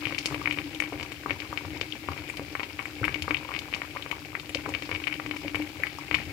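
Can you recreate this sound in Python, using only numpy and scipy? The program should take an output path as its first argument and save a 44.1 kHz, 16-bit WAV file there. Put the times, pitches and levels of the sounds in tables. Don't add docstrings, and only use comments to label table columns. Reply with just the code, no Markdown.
import sys
import numpy as np
from scipy import signal
from scipy.fft import rfft, irfft
from scipy.io import wavfile
from scipy.ndimage import uniform_filter1d

SR = 44100
rng = np.random.default_rng(int(sys.argv[2]) if len(sys.argv) > 2 else 0)


def digitize_waveform(pressure):
    field = np.atleast_2d(pressure).T
    bounded = np.clip(field, -1, 1)
    quanta = np.round(bounded * 32767).astype(np.int16)
    wavfile.write(sys.argv[1], SR, quanta)


N = 278712
TIME = np.arange(N) / SR
HUM_HZ = 301.7

# (time [s], level [dB], pitch [Hz], swell [cycles], snap of the tearing film [dB])
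BURSTS = [(.054, -16.5, 2510, 0.91, -34.5), (.07, -17, 1870, .3, -33.5), (0.1082, -24, 1364, 0.49, -40),
          (0.1236, -20.5, 1570, 0.3, -28), (.147, -19, 2410, 0.46, -38), (0.1807, -23, 2300, 1.3, -18),
          (.1867, -11.5, 3600, .37, -25), (0.2582, -8, 3800, 0.35, -11), (.3106, -25.5, 870, 0.48, -34),
          (0.323, -23.5, 1070, .76, -20), (0.345, -14.5, 1560, .24, -18), (0.4151, -27.5, 1120, 1.6, -36),
          (0.4571, -14.5, 2040, 0.82, -30), (.474, -12, 1780, 0.64, -34), (0.5096, -15, 2400, 0.76, -34),
          (.525, -19.5, 2640, 0.45, -13), (0.5739, -21.5, 1430, 0.31, -40),
          (0.5863, -14.5, 2030, 0.45, -40), (0.7478, -26, 3320, 1.3, -16.5), (.8015, -14, 2050, 0.82, -9.5),
          (0.8221, -16, 1800, 0.5, -18), (0.8383, -22, 2210, 0.3, -24), (.924, -22.5, 760, 0.44, -40),
          (0.93, -23, 1480, 0.33, -40), (0.998, -20.5, 1900, 0.33, -40), (1.0096, -22.5, 2080, 0.24, -33),
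          (1.0288, -19, 2770, 0.25, -30), (1.1197, -23.5, 2090, 0.33, -17),
          (1.2605, -16.5, 1160, 0.76, -40), (1.296, -20, 1640, 0.59, -37), (1.307, -11.5, 2000, .48, -40),
          (1.4024, -19, 3040, 0.4, -40), (1.42, -26, 1880, 0.72, -35), (1.5279, -19.5, 1180, .78, -25),
          (1.5744, -14.5, 2340, 0.47, -40), (1.6501, -23, 980, 0.49, -37), (1.8126, -11.5, 2700, 0.34, -32),
          (1.9233, -21, 3240, 1.7, -42), (2.0865, -16.5, 1070, 0.8, -25), (2.1193, -23, 1170, 0.71, -21),
          (2.1767, -26.5, 2070, .6, -36), (2.2902, -31, 1860, 1.6, -17), (2.2986, -25.5, 2260, 1.4, -18),
          (2.371, -22, 2720, .32, -15), (2.3954, -20.5, 870, 0.16, -40), (2.5521, -14.5, 1440, 0.55, -25),
          (2.5963, -16, 1570, 0.33, -40), (2.604, -20, 1760, 0.56, -40), (2.6323, -17.5, 2250, .36, -38),
          (2.7918, -17, 1730, 0.47, -38), (2.797, -28, 1140, 1.4, -40), (2.8553, -20.5, 1760, 0.72, -21),
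          (3.0317, -19.5, 1450, 2, -37), (3.0416, -11.5, 1850, 0.61, -34), (3.051, -13, 2280, .48, -10.5),
          (3.08, -12, 1600, 0.72, -26), (3.1433, -17, 2540, 0.7, -18), (3.158, -20, 1880, 0.18, -38),
          (3.2223, -14.5, 2640, 0.45, -11.5), (3.2799, -16, 1270, 0.79, -34), (3.308, -10, 1650, 0.41, -40),
          (3.345, -13, 2560, 0.85, -40), (3.3684, -21, 2830, 0.7, -40), (3.49, -24, 1110, 0.85, -36),
          (3.506, -29, 990, 1.3, -40), (3.5168, -22.5, 1340, 0.63, -35), (3.539, -18, 2030, 0.37, -30),
          (3.5491, -18.5, 2030, 0.41, -40), (3.5631, -17.5, 2320, 0.42, -40),
          (3.5903, -19.5, 3480, 0.69, -18), (3.7274, -20.5, 1610, 0.3, -32),
          (3.7379, -14.5, 2400, 0.67, -25), (3.7473, -15, 3020, 0.31, -42), (3.763, -27.5, 1110, 0.71, -20),
          (3.8178, -16, 1600, 0.46, -40), (3.962, -23.5, 1030, 1, -30), (3.969, -19, 1480, 0.54, -40),
          (4.0238, -23.5, 3300, 1.1, -38), (4.0619, -21.5, 1290, 0.38, -42),
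          (4.1135, -14.5, 2230, 0.43, -15), (4.127, -24.5, 1030, 1.1, -30), (4.3517, -15, 1710, 0.76, -40),
          (4.398, -22, 3300, .67, -19.5), (4.4934, -25, 2590, 0.4, -15), (4.5476, -10, 3170, 0.39, -44),
          (4.661, -17, 1190, 0.57, -34), (4.6911, -24, 875, 0.48, -15), (4.7388, -20, 2360, 0.74, -27),
          (4.749, -13.5, 2190, 0.43, -37), (4.823, -18, 2100, 0.24, -44), (4.892, -21, 1120, 0.28, -25),
          (4.9142, -15, 1740, 0.36, -47), (4.9261, -19.5, 1520, 0.33, -31), (4.949, -18.5, 2430, 0.65, -38),
          (4.9595, -21, 2300, 0.71, -40), (5.039, -21.5, 2640, 0.83, -28), (5.0704, -14, 2060, 0.49, -16.5),
          (5.0772, -14, 2160, 0.45, -31), (5.1257, -18.5, 2200, 0.67, -22), (5.1403, -21, 2550, 0.5, -25),
          (5.1985, -17, 1390, 0.54, -40), (5.2621, -17.5, 1370, 0.15, -33),
          (5.3112, -15.5, 1840, 0.34, -29), (5.366, -25.5, 2300, 0.83, -19), (5.48, -19.5, 2240, 0.42, -22),
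          (5.5459, -14.5, 1530, 0.41, -33), (5.5554, -16, 2320, 0.62, -16), (5.6214, -23.5, 2100, .4, -20),
          (5.835, -12.5, 1860, 1.5, -14.5), (5.8687, -20, 1900, 0.44, -21), (5.9857, -26, 1040, 1.2, -20),
          (6.1119, -11, 1720, 0.41, -40), (6.1285, -21, 2070, 0.33, -40), (6.1436, -8.5, 2160, 0.62, -26.5),
          (6.1483, -9, 2630, 0.55, -11), (6.1855, -24.5, 1660, 1.8, -21)]
# (time [s], glug level [dB], glug pitch [Hz], boom of the pot's air [dB],
#                 stirring hold [s], stirring over the calm boil [dB])
STEAM_POCKETS = [(.049, -35, 111, -39, .04, 6), (.115, -52, 100, -31.5, .04, 3),
                 (.305, -31, 130, -38, .05, 6), (.37, -46, 112, -37.5, .22, 5),
                 (.625, -44, 75, -32.5, .05, 3), (.925, -46, 129, -41, .11, 5),
                 (1.291, -43, 95, -34.5, .05, 8), (1.491, -40, 111, -48, .04, 2),
                 (1.645, -33, 99, -62, .05, 6), (1.69, -48, 89.6, -37, .14, 5),
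                 (2.085, -30.5, 88.5, -38, .03, 8), (2.184, -37, 86, -48, .03, 2),
                 (2.385, -41, 122, -39, .05, 3.5), (2.499, -44, 90.5, -42, .1, -5),
                 (3.006, -24.5, 115, -34.5, .12, 10), (3.209, -30.5, 87, -47, .03, 5),
                 (3.289, -35, 99, -33.5, .08, 8), (3.536, -47, 128, -58, .08, 1),
                 (4.565, -43, 86, -37, .03, 5), (4.66, -34, 116, -37, .08, 7),
                 (4.914, -34, 103, -43, .05, 5), (5.253, -49, 116, -42, .06, 2.5),
                 (5.435, -51, 90, -36, .05, 4), (5.537, -42, 109, -53, .03, 4),
                 (5.58, -40, 89, -29, .04, 5), (5.768, -41, 88.5, -50, .05, 3),
                 (6.12, -41, 82, -36, .09, 8), (6.26, -33, 97, -47, .03, 7)]
# (time [s], level [dB])
SIMMER_COURSE = [(0.0, -50), (0.4, -51), (0.83, -53), (4.05, -53), (4.35, -55), (4.94, -51), (5.1, -53),
                 (6.32, -52)]


def gain_of(db):
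    return 10 ** (np.asarray(db) / 20)


def slow_gain(curve):
    return gain_of(np.interp(TIME, *np.transpose(curve)))


def read(points, hz, axis=1):
    table = np.transpose(points)
    return np.interp(np.log(hz + 1), np.log(table[0] + 1), table[axis])


def evened(x):
    return x / np.sqrt(np.mean(x ** 2) + 1e-20)


def coloured(x, points, axis=1):
    weights = gain_of(read(points, np.fft.rfftfreq(N, 1 / SR), axis))
    return evened(irfft(rfft(x) * weights, N))


def steadied(x, seconds):
    power = uniform_filter1d(x ** 2, max(int(seconds * SR), 2))
    return x / np.sqrt(abs(power) + 1e-12)


def highpass(x, order, hz):
    return signal.sosfilt(signal.butter(order, hz, "highpass", fs=SR, output="sos"), x)


def add(mix, time_s, sound):
    part = mix[max(round(time_s * SR), 0):][:len(sound)]
    part += sound[:len(part)]


def kitchen(x, gap_s=0.0058):
    # (frequency [Hz], t60 [s])
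    decay_times = [(150, 0.12), (1000, 0.3), (3000, 0.22), (10000, 0.28)]
    hz, t, z = signal.stft(rng.standard_normal(SR // 2), SR, nperseg=256)
    decay = gain_of(-60 * t / read(decay_times, hz)[:, None])
    tail = signal.istft(z * decay, SR, nperseg=256)[1]
    tail = tail * (np.arange(len(tail)) > gap_s * SR)
    return signal.oaconvolve(x, tail / np.linalg.norm(tail))[:N]


def simmer(db=4, ticks_per_s=1500, spread_db=-0.5):
    # (frequency [Hz], relative level [dB])
    tick_spectrum = [(300, -24), (700, -6), (1200, 3), (2400, 1), (3300, 1.5), (5000, -2), (6500, -10),
                     (10000, -12), (16000, -14)]
    size = gain_of(spread_db * np.minimum(rng.exponential(1, N), 5)) * rng.choice([-1, 1], N)
    ticks = size * (rng.random(N) < ticks_per_s / SR)
    return gain_of(db) * slow_gain(SIMMER_COURSE) * coloured(ticks, tick_spectrum)


def stirring(rise_s=.02, settle_s=.03):
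    t, power = TIME[::64], 1
    for time_s, *_, hold_s, db in STEAM_POCKETS:
        rise = np.clip(1 + (t - time_s) / rise_s, 0, 1)
        settle = np.exp(-np.maximum(t - time_s - hold_s, 0) / settle_s)
        power = power + (gain_of(db) * rise * settle) ** 2
    return np.interp(TIME, t, np.sqrt(power))


def hum(stir, width_hz=11, db=-1.0, follow=0.1):
    # (time [s], level [dB])
    hum_course = [(0.0, -42.5), (0.84, -44), (1.09, -53.5), (1.78, -47.5), (2.69, -52), (3.17, -44),
                  (3.48, -51.5), (4.35, -51), (4.56, -49), (5.54, -43), (5.86, -51.5), (6.32, -46.5)]
    f = np.fft.rfftfreq(N, 1 / SR)
    resonance = 1 / (1 + ((f - HUM_HZ) / width_hz) ** 2)
    tone = irfft(rfft(rng.standard_normal(N)) * resonance, N)
    return gain_of(db) * slow_gain(hum_course) * stir ** follow * steadied(tone, 0.14)


def rolling(stir, rumble_db=-52.0, churn_db=-49, churns_per_s=350, rumble_follow=0.84, churn_follow=0.55):
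    # (frequency [Hz], relative level [dB])
    rumble_spectrum = [(20, -34), (36, -22), (50, -6), (68, -1.5), (95, 1), (130, -0.5), (160, -2.5),
                       (190, -27), (250, -7), (330, -7.5), (600, -81)]
    churn_spectrum = [(120, -24), (210, -6), (270, -13), (380, 1.5), (440, -5), (560, -4), (660, -3.5),
                      (800, 2.5), (1150, -28), (1600, -6.5), (2500, -10.5), (5000, -70)]
    rumble = steadied(coloured(rng.standard_normal(N), rumble_spectrum), 0.081)
    knocks = rng.standard_normal(N) * (rng.random(N) < churns_per_s / SR)
    churn = steadied(coloured(knocks, churn_spectrum), 0.13)
    rumble = gain_of(rumble_db) * stir ** rumble_follow * rumble
    return rumble + gain_of(churn_db) * stir ** churn_follow * churn


def bubble(hz, cycles, glide):
    u = np.arange(int(8 * cycles / hz * SR) + 2) / SR * hz / cycles
    swell = (u * np.exp(1 - u)) ** 2
    return swell * np.sin(2 * np.pi * cycles * (u + glide * (u * u / 2 - u)))


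def big_bubbles(rows, db, cycles, glide):
    out = np.zeros(N)
    for time_s, level_db, hz, *_ in rows:
        add(out, time_s, gain_of(level_db + db) * bubble(hz, cycles, glide))
    return out


def booms(db=-1.5, cycles=5, after_s=0.0079):
    thumps = [(time_s + after_s, boom_db, HUM_HZ) for time_s, _, _, boom_db, _, _ in STEAM_POCKETS]
    return big_bubbles(thumps, db, cycles, 0)


def glugs():
    return big_bubbles(STEAM_POCKETS, db=-6.5, cycles=1.7, glide=-0.014)


def plops():
    # (time [s], relative level [dB], pitch [Hz])
    blisters = [(.122, -30, 423), (.922, -27.5, 384), (1.258, -28.5, 390), (1.306, -31.5, 523),
                (1.811, -33.5, 372), (3.013, -29.5, 420), (3.278, -33, 382), (3.96, -50, 810),
                (4.555, -24.5, 520), (4.677, -31, 380), (5.26, -29, 396), (5.447, -26, 630),
                (5.6, -24.5, 700), (5.797, -31.5, 520)]
    return big_bubbles(blisters, db=-3.5, cycles=0.89, glide=0.13)


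def off_walls(sound, scatter):
    # (nominal delay [ms], share of the direct sound [ratio])
    echoes = [(1.654, 0.27), (2.601, 0.29), (4.346, 0.31)]
    out = np.zeros(len(sound) + SR // 100)
    add(out, 0, sound)
    for (delay_ms, share), shift in zip(echoes, rng.uniform(-1, 1, len(echoes))):
        add(out, delay_ms * (1 + scatter * shift) / 1000, share * sound)
    return out


def small_pops(stir, count=480, db=-36, spread_db=2.0, low_hz=950, high_hz=4600, cycles=0.59, follow=.4):
    out = np.zeros(N)
    busy = np.cumsum(slow_gain(SIMMER_COURSE) ** 2 * stir ** follow)
    for when, size, pitch, ring in rng.random((count, 4)):
        loud = gain_of(db + spread_db * min(-np.log(1 - size), 3))
        sound = bubble(low_hz * (high_hz / low_hz) ** pitch, cycles * (.5 + ring), 0.088)
        time_s = np.searchsorted(busy, when * busy[-1]) / SR
        add(out, time_s, loud * off_walls(sound, 0.22))
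    return out


def neighbour_pops(db=-17, spread_db=3, soonest_s=.01, latest_s=.035, octaves=0.91, cycles=0.87):
    out = np.zeros(N)
    draws = rng.random((len(BURSTS), 3))
    for (time_s, level_db, hz, _, _), (wait, strength, pitch) in zip(BURSTS, draws):
        sound = bubble(hz * 2 ** (octaves * (2 * pitch - 1)), cycles, 0.023)
        delay_s = soonest_s + (latest_s - soonest_s) * wait ** 2
        loud = gain_of(level_db + db + spread_db * (2 * strength - 1.5))
        add(out, time_s + delay_s, loud * off_walls(sound, 0.18))
    return out


def pops(snap_db=-1, snap_s=0.00038, snap_hz=7000, glide=0.012, scatter=0.061):
    out, t = np.zeros(N), np.arange(SR // 200) / SR
    wet_film = signal.butter(1, snap_hz, fs=SR)
    for time_s, db, hz, cycles, tear_db in BURSTS:
        snap = rng.standard_normal(len(t)) * np.exp(-t / snap_s)
        snap = signal.lfilter(*wet_film, snap / np.linalg.norm(snap))
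        burst = np.zeros(SR // 50)
        add(burst, 0, gain_of(db) * bubble(hz, max(cycles, .2), glide))
        add(burst, 0, gain_of(tear_db + snap_db) * snap)
        add(out, time_s, off_walls(burst, scatter))
    return out


def pot_air(x):
    # (frequency [Hz], gain at resonance [dB], t60 [s])
    modes = [(280, 13, 0.11), (389, -0.5, 0.078), (542, 5, 0.034), (791, 5, 0.086), (954, 7, 0.042),
             (1142, -6.5, 0.27), (2234, -0.5, 0.032), (2590, -23, .05), (3027, -6, 0.056)]
    t = np.arange(SR // 4) / SR
    ring = np.zeros(len(t))
    for hz, db, t60_s in modes:
        unit_peak = 2 * np.log(1000) / (t60_s * SR)
        ring += unit_peak * gain_of(db - 60 * t / t60_s) * np.cos(2 * np.pi * hz * t)
    return x + signal.oaconvolve(x, ring)[:N]


def spray(x, db=-6, low_hz=3200, fall_s=0.0079, drops=0.081):
    t = np.arange(SR // 12) / SR
    landed = rng.random(len(t)) < drops
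    patter = rng.standard_normal(len(t)) * landed * np.exp(-t / fall_s)
    bright = highpass(x, 3, low_hz)
    return gain_of(db) * signal.oaconvolve(bright, patter / np.linalg.norm(patter))[:N]


def around_rim(x, direct=0.25, scattered=0.97, spread_s=0.0056, split_hz=1200):
    t = np.arange(SR // 50) / SR
    paths = rng.standard_normal(len(t)) * np.exp(-t / spread_s)
    treble = signal.sosfiltfilt(signal.butter(2, split_hz, "highpass", fs=SR, output="sos"), x)
    diffuse = signal.oaconvolve(treble, paths / np.linalg.norm(paths))[:N]
    return x + (direct - 1) * treble + scattered * diffuse


def scene(left_room_db=-11, right_room_db=-8, low_room_db=-13):
    stir = stirring()
    low = hum(stir) + booms() + rolling(stir) + glugs()
    bursts = pot_air(pops() + neighbour_pops() + small_pops(stir) + plops())
    sides = []
    for near, room_db in [(bursts, left_room_db), (around_rim(bursts), right_room_db)]:
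        room = kitchen(gain_of(room_db) * bursts + gain_of(low_room_db) * low)
        sides.append(near + low + simmer() + spray(bursts) + room)
    return np.array(sides)


def held_back(x, hz=2350, width_hz=650):
    r = np.exp(-np.pi * width_hz / SR)
    poles = np.array([1, -2 * r * np.cos(2 * np.pi * hz / SR), r * r])
    return signal.lfilter(poles[::-1], poles, x)


def port(x, response, size=4096):
    log_gain = np.log(gain_of(read(response, abs(np.fft.fftfreq(size, 1 / SR)))))
    taps = np.fft.ifft(np.exp(np.conj(signal.hilbert(log_gain)))).real
    return signal.oaconvolve(x, taps[:size // 2])[:N]


def record(dry, left_hiss_db=-59, right_hiss_db=-54, low_cut_hz=45, edge_hz=15800):
    # (frequency [Hz], gain [dB])
    left_response = [(100, 5.5), (450, 3.5), (700, -4.5), (1100, 0.5), (1850, 1), (2120, 7.5), (2300, 11),
                     (2700, 9), (3600, 2.5), (5000, 4.5), (7700, -3), (9800, -11), (11200, -5), (15500, 3)]
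    right_response = [(100, -3), (300, -0.5), (550, -1.5), (800, -10), (1150, -7), (1700, -13.5),
                      (2300, -11.5), (3100, -14.5), (4200, -8.5), (6000, 2.5), (9000, 3.5), (15500, -1)]
    # (frequency [Hz], left relative level [dB], right relative level [dB])
    hiss_spectra = [(100, -25, 16), (3000, 13, 6.5), (5560, 6, -1), (7300, 15, 5), (10400, -10, -9),
                    (10750, 4.5, 6), (14800, 11, 2.5), (17100, -30, 0)]
    left_hiss = gain_of(left_hiss_db) * coloured(rng.standard_normal(N), hiss_spectra, axis=1)
    right_hiss = gain_of(right_hiss_db) * coloured(rng.standard_normal(N), hiss_spectra, axis=2)
    left = port(held_back(dry[0]), left_response) + left_hiss
    right = port(dry[1], right_response) + right_hiss
    both = highpass([left, right], 3, low_cut_hz)
    low_pass = signal.firwin(255, edge_hz, window=("kaiser", 9), fs=SR)
    return signal.oaconvolve(both, low_pass[None], "same", axes=1)


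dry = scene()
out = record(dry)
digitize_waveform(out)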